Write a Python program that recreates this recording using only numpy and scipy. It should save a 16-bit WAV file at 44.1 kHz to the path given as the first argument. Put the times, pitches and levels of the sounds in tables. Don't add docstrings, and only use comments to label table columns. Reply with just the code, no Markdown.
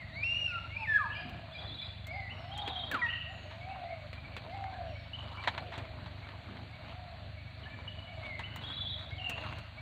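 import sys
import numpy as np
from scipy import signal
from scipy.io import wavfile
from scipy.ndimage import map_coordinates

SR = 44100
rng = np.random.default_rng(int(sys.argv[2]) if len(sys.argv) > 2 else 0)


def log_audio(samples):
    frames = np.atleast_2d(samples).T
    limited = np.clip(frames, -1, 1)
    pcm = np.round(limited * 32767).astype(np.int16)
    wavfile.write(sys.argv[1], SR, pcm)


N = 432621
TIME = np.arange(N) / SR


def gain_of(db):
    return 10 ** (np.asarray(db) / 20)


def evened(x):
    return x / np.sqrt(np.mean(x ** 2) + 1e-20)


def read(points, hz):
    f, value = np.transpose(points)
    return np.interp(np.log(hz + 1), np.log(f + 1), value)


def add(mix, s, sound):
    part = mix[max(round(s * SR), 0):][:len(sound)]
    part += sound[:len(part)]


def wander(count, hz):
    knots = rng.standard_normal(4096)
    return map_coordinates(knots, [np.arange(count) * hz / SR], order=2, mode="wrap")


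def coloured(x, points):
    log_gain = np.log(gain_of(read(points, abs(np.fft.fftfreq(4096, 1 / SR)))))
    response = np.exp(np.conj(signal.hilbert(log_gain)))
    taps = np.fft.ifft(response).real
    return signal.oaconvolve(x, taps / np.linalg.norm(taps))[:len(x)]


def patchy(x, depth_db, patch_s, patch_hz):
    hz, t, z = signal.stft(x, SR, nperseg=512)
    cells = np.meshgrid(hz / patch_hz, t / patch_s, indexing="ij")
    field = map_coordinates(rng.standard_normal((128, 1024)), cells, order=1, mode="wrap")
    patch_gain = gain_of(depth_db * np.clip(evened(field), -2, 2))
    return signal.istft(z * patch_gain, SR, nperseg=512)[1][:N]


def swell(s, span_s, edge_db):
    distance = np.minimum(abs(TIME - s) / span_s, 20)
    return gain_of(-abs(edge_db) * distance ** 1.74)


def air():
    # (frequency [Hz], relative density [dB])
    hush_spectrum = [(20, -2.5), (45, 6), (110, 13.5), (200, 3), (300, -4.5), (420, -24.5), (640, 3),
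                     (950, -14), (1600, -7.5), (2400, -5), (3200, -11), (4100, -7.5), (4550, -11),
                     (5000, -41), (7200, -33.5), (9000, -39.5), (9800, -44), (15500, -42.5)]
    hush = patchy(rng.standard_normal(N), depth_db=1.1, patch_s=.08, patch_hz=400)
    return gain_of(-51) * evened(coloured(hush, hush_spectrum))


def water():
    # (frequency [Hz], relative density [dB])
    lapping = [(80, -16), (150, 4.5), (260, 3.5), (420, -4.5), (650, 1.5), (1000, -9), (1700, -9.5),
               (3000, -18.5), (5500, -51)]
    # (time of the height [s], time to swell and to sink [s], level [dB])
    laps = [(1.239, 0.17, -54), (1.63, .06, -56), (2.35, 0.45, -61.5), (2.67, 0.023, -53.5),
            (2.95, 0.058, -46.5), (3.41, 0.088, -56.5), (4.38, 0.18, -59), (5.25, 0.026, -55),
            (5.58, 0.13, -50.5), (6.33, 0.63, -54), (7.15, 0.035, -72), (7.82, 0.22, -64),
            (8.54, 0.42, -54.5), (9.11, 0.039, -54.5), (9.4, 0.17, -54)]
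    middle_db, sway_db, sways_per_s = -71.5, 10.5, 8
    lap_edge_db = -9.5
    gurgle = patchy(rng.standard_normal(N), depth_db=3.5, patch_s=.07, patch_hz=260)
    ripples = gain_of(middle_db + sway_db * np.clip(wander(N, sways_per_s), -2, 1))
    slaps = sum(gain_of(db) * swell(s, span, lap_edge_db) for s, span, db in laps)
    return (ripples + slaps) * evened(coloured(gurgle, lapping))


def engine():
    # (time [s], firing rate [1/s], level before a 0.08 dB trim [dB])
    running = [(0.0, 25.1, -48.5), (3.33, 25.0, -49), (3.79, 23.9, -52.5), (4.12, 25.0, -49),
               (5.6, 25.0, -47), (6.12, 24.2, -47.5), (6.56, 25.7, -50), (7.87, 24.5, -47.5),
               (8.74, 24.8, -48.5), (9.1, 23.4, -44.5), (9.67, 27, -50), (9.81, 23.7, -48)]
    # (frequency [Hz], relative density [dB])
    exhaust = [(25, -52), (38, -27), (50, -4), (75, 4.5), (100, 6.5), (125, -2), (150, -8), (200, -26.5),
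               (320, -39), (700, -61), (2000, -100)]
    s, rate, db = np.transpose(running)
    cycles = np.cumsum(np.interp(TIME, s, rate)) / SR + 0.02 * wander(N, 16)
    firings = np.diff(np.floor(cycles), prepend=0) * gain_of(2.2 * wander(N, 22))
    return gain_of(np.interp(TIME, s, db) - 0.08) * evened(coloured(firings, exhaust))


def burst(t60):
    t = np.arange(SR // 4) / SR
    return rng.standard_normal(len(t)) * np.exp(-np.log(1000) * t / t60)


def snap(t60):
    return gain_of(4) * burst(.007) + gain_of(-3) * burst(t60)


def net_ticks():
    # (time [s], base level [dB], body offset [dB], top-octave offset [dB])
    slips_of_line = [(1.295, -59, 9, -7), (2.0698, -48, 1, -10), (2.577, -44, -8, -19),
                     (2.6771, -49, 15, -20), (2.9144, -43.5, 9.5, 0), (2.943, -51, 16, -8),
                     (4.13, -58, 16, -19), (4.366, -51, 15, -18), (5.779, -51, 11, -23),
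                     (8.3922, -50.5, 7, -28), (8.5604, -46, -11, -5), (9.2963, -39, 2, -11),
                     (9.5854, -53, 9.5, -15)]
    # (frequency [Hz], relative density [dB])
    top_spectrum = [(6000, -40), (10500, -15), (13500, -9), (15500, -3)]
    treble_spectrum = [(3000, -31), (5000, 3.5), (7000, 9), (9500, 1), (12000, -30.5)]
    body_spectrum = [(150, 10), (450, 4.5), (900, 2), (2500, 5), (4100, -2), (4700, -7), (5300, -31.5)]
    top, treble, body = np.zeros((3, N))
    for s, db, body_db, top_db in slips_of_line:
        add(top, s, gain_of(db + top_db + 4.5) * snap(.04))
        add(treble, s, gain_of(db - 8.5) * snap(0.068))
        add(body, s, gain_of(db + body_db) * snap(0.1))
    return coloured(top, top_spectrum) + coloured(treble, treble_spectrum) + coloured(body, body_spectrum)


def net_knocks():
    # (time [s], starting level [dB], 60 dB decay time [s])
    knocks = [(2.944, -40, 0.2), (3.508, -47, 0.26), (4.64, -38.5, 0.023), (4.7405, -40.5, 0.022),
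              (4.8905, -50, 0.018), (5.4376, -38.5, 0.14), (5.4743, -23, 0.057), (5.482, -27.5, 0.064),
              (5.578, -30, 0.053), (5.721, -44.5, 0.39), (5.778, -45, .15), (6.06, -45.5, 0.11),
              (6.288, -44, 0.039), (6.5697, -46, 0.029), (8.393, -38.5, .1), (8.561, -40, 0.04),
              (9.379, -42, 0.094)]
    # (frequency [Hz], relative density [dB])
    hull = [(80, -2), (200, -4), (420, -10.5), (900, 8), (1400, 0), (1800, 6), (2500, -1), (4100, -2.5),
            (4600, -18.5), (5200, -26), (7000, -27.5), (10500, -43), (15000, -54)]
    bumps = np.zeros(N)
    for s, db, t60 in knocks:
        add(bumps, s, gain_of(db) * burst(t60))
    return coloured(bumps, hull)


def net_rustle():
    # (time of the height [s], time to rise and to fall [s], level [dB])
    pulls = [(2.7, 0.23, -56), (3.7, 0.52, -72), (4.55, 0.2, -60.5), (5.45, 0.37, -54), (5.76, 0.08, -57),
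             (6.33, 0.16, -65), (6.57, 0.041, -60.5), (6.89, 0.063, -56.5), (8.24, 0.069, -50.5),
             (8.68, 0.11, -49.5), (9.02, 0.036, -51), (9.46, 0.14, -47)]
    # (time of the stillest [s], time to slow down and to start again [s])
    pauses = [(2.1, 0.41), (3.25, 0.14), (5.05, 0.18), (7.3, 0.58)]
    # (frequency [Hz], relative density [dB])
    mesh = [(100, -10), (250, 5.5), (430, -3.5), (1000, 8.5), (1800, 0), (4200, -2.5), (4700, -11),
            (5200, -26), (7500, -26.5), (10500, -39), (15000, -39.5)]
    pull_edge_db = -16.5
    fingers_db = -59.5
    slip_sizes = gain_of(3.5 * np.minimum(rng.exponential(1, N), 4))
    slips = rng.standard_normal(N) * (rng.random(N) < 3000 / SR) * slip_sizes
    clumps = patchy(slips, depth_db=4, patch_s=.022, patch_hz=700)
    pulling = sum(gain_of(db) * swell(s, span, pull_edge_db) for s, span, db in pulls)
    lulls = sum(swell(s, span, pull_edge_db / 2) for s, span in pauses)
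    busy = np.clip(1.5 - lulls, 0, 1)
    return coloured(evened(clumps) * (gain_of(fingers_db) * busy + pulling), mesh)


def forest(x, build_s):
    # (frequency [Hz], 60 dB decay time [s])
    decay_times = [(300, 0.9), (700, 0.33), (1700, 0.85), (2800, 1.01), (4000, 0.69), (8000, 0.82)]
    count = 3 * SR // 2
    taps = rng.standard_normal(count) * (rng.random(count) < .08)
    hz, t, z = signal.stft(taps, SR, nperseg=256)
    decay = np.exp(-np.log(1000) * t / read(decay_times, hz)[:, None])
    build_up = 1 - np.exp(-t / build_s)
    tail = signal.istft(z * decay * build_up, SR, nperseg=256)[1]
    return signal.fftconvolve(x, tail / np.linalg.norm(tail))[:N]


def sing(notes, overtones, waver, flutter_db):
    out = np.zeros(N)
    for rows in notes:
        s, pitch, level = np.transpose(rows)
        t = np.arange(s[0], max(s[-1], s[0] + .005), 1 / SR)
        hz = np.interp(t, s, pitch) * (1 + waver * wander(len(t), 158.3))
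        phase = 2 * np.pi * np.cumsum(hz) / SR
        size = gain_of(np.interp(t, s, level) + flutter_db * wander(len(t), 71.96))
        upper = sum(gain_of(db) * np.sin(k * phase) for k, db in overtones)
        tone = size * np.sin(phase) + np.sqrt(size * size.mean()) * upper
        edges = np.clip(np.minimum(t - t[0], t[-1] - t) / .003, 0, 1)
        add(out, s[0], np.sqrt(2) * tone * edges)
    return out


def arched(rows):
    notes = []
    for s, length, start, end, db in rows:
        middle = start + 0.78 * (end - start)
        notes.append([(s, start, db - 2.0), (s + length / 2, middle, db), (s + length, end, db - 7)])
    return notes


def hoot(s, rise_s, fall_s, top_hz, hold, db):
    base_hz, start_db, end_db = 595.7, -9, -7
    u = np.arange(1, 10 + 1) / 10
    times = s + np.r_[0, rise_s * u, rise_s + fall_s * u]
    height = np.r_[0, u ** 1.2, 1 - u ** hold]
    level = db + np.r_[start_db, start_db * (1 - u ** 2), end_db * u ** 1.4]
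    return np.c_[times, base_hz + (top_hz - base_hz) * height, level]


def hooting_bird():
    # (time [s], rise [s], fall [s], top pitch [Hz],
    # hold of the top as a power [1], under 1 sags early, peak level [dB])
    hoots = [(0, 0.17, 0.28, 679, 1.2, -55.5), (1.05, 0.17, 0.42, 720, 1.4, -52),
             (2.08, 0.091, 0.043, 801, 5.4, -42.5), (2.33, 0.24, 0.34, 832.6, 1.77, -43),
             (3.25, 0.06, 0.025, 778, 3.8, -49), (3.45, 0.27, 0.35, 781, 0.84, -43),
             (4.45, .1, 0.4, 792.3, 1.77, -41.5), (5.5, .12, .46, 754, .6, -51.5),
             (6.75, .24, 0.26, 745, 1.12, -50.5), (7.9, .2, .3, 724, 0.39, -50.5),
             (8.93, 0.33, 0.28, 777.5, 0.45, -49.5)]
    husk_hz, husk_follows = 670, 0.64
    far_bank_s = 0.1
    notes = [hoot(*row) for row in hoots]
    voice = sing(notes, [(2, -32.0), (3, -29.5)], waver=0.013, flutter_db=1)
    husky = [[(s, husk_hz + husk_follows * (hz - husk_hz), db) for s, hz, db in note] for note in notes]
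    scattered = sing(husky, [(2, -24)], waver=.08, flutter_db=2)
    add(scattered, far_bank_s, gain_of(-9) * voice)
    heard = gain_of(-3.5) * voice + gain_of(-2.5) * forest(scattered, build_s=0.011)
    return patchy(heard, depth_db=2, patch_s=.04, patch_hz=90)


def tree_birds():
    # (time [s], length [s], start pitch [Hz], end pitch [Hz], level [dB])
    chirps = [(0, 0.051, 2210, 1886, -52), (.125, .073, 3720, 4600, -62.5), (2.295, 0.036, 2550, 3018, -52),
              (3.85, 0.104, 1950, 2210, -61), (4.73, 0.044, 1570, 1720, -57),
              (4.88, 0.035, 3140, 2720, -59), (5.132, 0.027, 2820, 3030, -44.5),
              (7.63, 0.025, 3400, 2770, -56), (7.655, 0.03, 1655, 1760, -54),
              (7.876, 0.019, 2780, 3020, -44.5), (8.433, .034, 2640, 3080, -49.5),
              (9.18, 0.017, 3300, 2960, -52)]
    # (time [s], top pitch [Hz], level [dB])
    peep_rows = [(1.15, 2450, -49.5), (1.54, 2423, -55.5), (1.81, 2440, -57), (3.61, 2317, -54.5),
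                 (3.9, 2274, -56), (4.16, 2390, -58), (4.24, 2330, -57.5), (4.52, 2210, -57),
                 (4.95, 2310, -58.5), (5.375, 2340, -53.5), (6.225, 2310, -59.5), (6.725, 2285, -60.5),
                 (7.37, 2313, -58), (7.7, 2360, -57), (8.07, 2290, -57.5), (9.11, 2253, -53.5),
                 (9.775, 2310, -55)]
    peep_s, peep_rise_hz = .048, 128
    peeps = [(s, peep_s, hz - peep_rise_hz, hz, db) for s, hz, db in peep_rows]
    voice = sing(arched(chirps + peeps), [(2, -60)], waver=0.015, flutter_db=1.5)
    echo = patchy(forest(voice, build_s=.008), depth_db=4, patch_s=.01, patch_hz=200)
    return gain_of(5.0) * voice + gain_of(2.5) * echo


def near_bird():
    # (time [s], pitch [Hz], level [dB])
    whistles = [
        [(.115, 1750, -60), (.172, 2200, -41.5), (.224, 2400, -41.5), (.235, 2410, -26.5), (.242, 2704, -32),
         (.30, 2785, -32), (.385, 2848, -35.5), (.42, 2837, -35), (.46, 2780, -33), (.51, 2590, -40),
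         (.55, 1850, -61)],
        [(.475, 1486, -54.5), (.555, 1386, -37.5), (.59, 1333, -38.5)],
        [(.70, 2100, -50), (.76, 2350, -46.5), (.77, 2380, -30.5), (.785, 2694, -49.5), (.83, 2566, -38.5),
         (.865, 1980, -40.5)],
        [(.75, 940, -66), (.83, 881, -40.5), (.855, 847, -57.5)],
        [(.872, 1806, -38.5), (.902, 1765, -26.5), (.932, 1701, -32), (.963, 1685, -20.5), (.984, 1587, -29.5)],
        [(.982, 1334, -40.5), (1.014, 1190, -30.5), (1.03, 1090, -40), (1.06, 927, -39.5), (1.085, 910, -50)],
        [(2.912, 1803, -36.5), (2.935, 1573, -38), (2.95, 1404, -27.5), (2.965, 1210, -37), (2.985, 1005, -42),
         (3.01, 988, -48), (3.04, 960, -44), (3.085, 920, -48)],
        [(2.99, 2405, -41), (3.012, 2350, -46.5), (3.022, 1936, -30), (3.038, 1927, -26.5),
         (3.055, 1864, -31.5), (3.075, 1873, -34)],
    ]
    # (multiple [1], level [dB])
    flute_overtones = [(2, -26.5), (3, -40), (4, -48), (5, -43.5), (6, -54.5)]
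    voice = sing(whistles, flute_overtones, waver=0.0039, flutter_db=0.5)
    voice = signal.sosfilt(signal.butter(4, 9000, fs=SR, output="sos"), voice)
    echo = patchy(forest(voice, build_s=.02), depth_db=2.5, patch_s=.012, patch_hz=200)
    direct = signal.sosfilt(signal.butter(1, 6000, fs=SR, output="sos"), voice)
    return gain_of(-1.0) * direct + gain_of(-9.0) * echo


def burry_bird():
    # (time [s], length [s], start pitch [Hz], end pitch [Hz], level [dB])
    burrs = [(1.09, 0.094, 2637, 2944, -45), (3.062, 0.083, 2650, 2953, -39.5),
             (3.125, 0.12, 2960, 2674, -45), (3.69, 0.034, 2610, 2750, -49.5),
             (9.195, 0.0724, 2614, 3028, -38), (9.265, 0.082, 2920, 2603, -43)]
    voice = sing(arched(burrs), [(2, -42)], waver=.05, flutter_db=2.5)
    return gain_of(-5.5) * voice + gain_of(-2.5) * forest(voice, build_s=0.0064)


def high_birds():
    # (time [s], length [s], start pitch [Hz], level [dB])
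    lisps = [(1.147, 0.054, 4890, -51.5), (1.534, 0.078, 4820, -56), (1.81, 0.054, 4880, -60),
             (2.111, 0.036, 4830, -56), (1.78, .1, 7950, -78), (2.318, 0.18, 5710, -67),
             (3.28, 0.21, 7270, -69), (4.85, 0.23, 5780, -71), (7.678, 0.15, 7700, -80),
             (9.216, 0.33, 7500, -72)]
    fall_octaves_per_s = 0.76
    slides = [(s, length, hz, hz * 2 ** (-fall_octaves_per_s * length), db) for s, length, hz, db in lisps]
    voice = sing(arched(slides), [(2, -46)], waver=0.013, flutter_db=3)
    return gain_of(-11) * voice + gain_of(-6.5) * forest(voice, build_s=0.0066)


def trill(s, pairs, step_s, growth, hz, db):
    # (delay [s], length [s], start share of the pitch [1],
    # end share of the pitch [1], relative level [dB])
    strokes = [(0, 0.0282, .95, 1.03, 0), (.032, .024, 1.185, 1.1, -2)]
    swell_db, climb_hz = 6.5, 71.5
    stray_hz = 25
    rows = []
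    for k in range(pairs):
        left = 1 - k / (pairs - 1)
        level = db - swell_db * left ** 2
        pitch = hz - climb_hz * left ** 2 + stray_hz * rng.standard_normal()
        for delay, length, start, end, stroke_db in strokes:
            rows.append((s + delay, length, pitch * start, pitch * end, level + stroke_db))
        s = s + step_s * growth ** k
    return rows


def trilling_bird():
    # (time [s], pairs of notes [1], first step [s], growth of the step [1],
    # final mean pitch [Hz], final level [dB])
    trills = [(1.517, 5, 0.062, 1.045, 3483, -46), (2.514, 4, .067, 1.2, 3307, -41),
              (7.07, 4, .07, 0.72, 3530, -66.5), (8.633, 4, 0.064, 1.19, 3402, -40)]
    strokes = [stroke for row in trills for stroke in trill(*row)]
    voice = sing(arched(strokes), [(2, -55)], waver=0.016, flutter_db=1.5)
    echo = patchy(forest(voice, build_s=.014), depth_db=4, patch_s=.01, patch_hz=200)
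    return gain_of(1.5) * voice + gain_of(1.4) * echo


def bank_birds():
    # (time [s], length [s], reference pitch [Hz], reference level [dB])
    slurs = [(2.059, .24, 2258, -43.5), (8.213, .21, 2297, -43.5)]
    # (share of the length [1], share of the pitch [1], relative level [dB])
    slur_shape = [(0, .93, -15), (.23, 0.99, -2.5), (.5, .92, -5.5), (1, .858, -11.5)]
    notes = []
    for s, length, hz, db in slurs:
        notes.append([(s + length * when, hz * share, db + shape_db) for when, share, shape_db in slur_shape])
    voice = sing(notes, [(2, -57)], waver=0.013, flutter_db=1.0)
    return gain_of(2) * voice + gain_of(-1.0) * forest(voice, build_s=0.0092)


def scene():
    boat = air() + water() + engine() + net_ticks() + net_knocks() + net_rustle()
    birds = hooting_bird() + tree_birds() + near_bird() + burry_bird()
    birds = birds + high_birds() + trilling_bird() + bank_birds()
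    return (boat + birds)[None]


def record(dry):
    low_cut = signal.butter(4, 42, "highpass", fs=SR, output="sos")
    lean = signal.sosfilt(low_cut, dry)
    band_limit = signal.firwin(511, 15600, window=("kaiser", 9), fs=SR)
    return signal.oaconvolve(lean, band_limit[None], "same")


dry = scene()
out = record(dry)
log_audio(out)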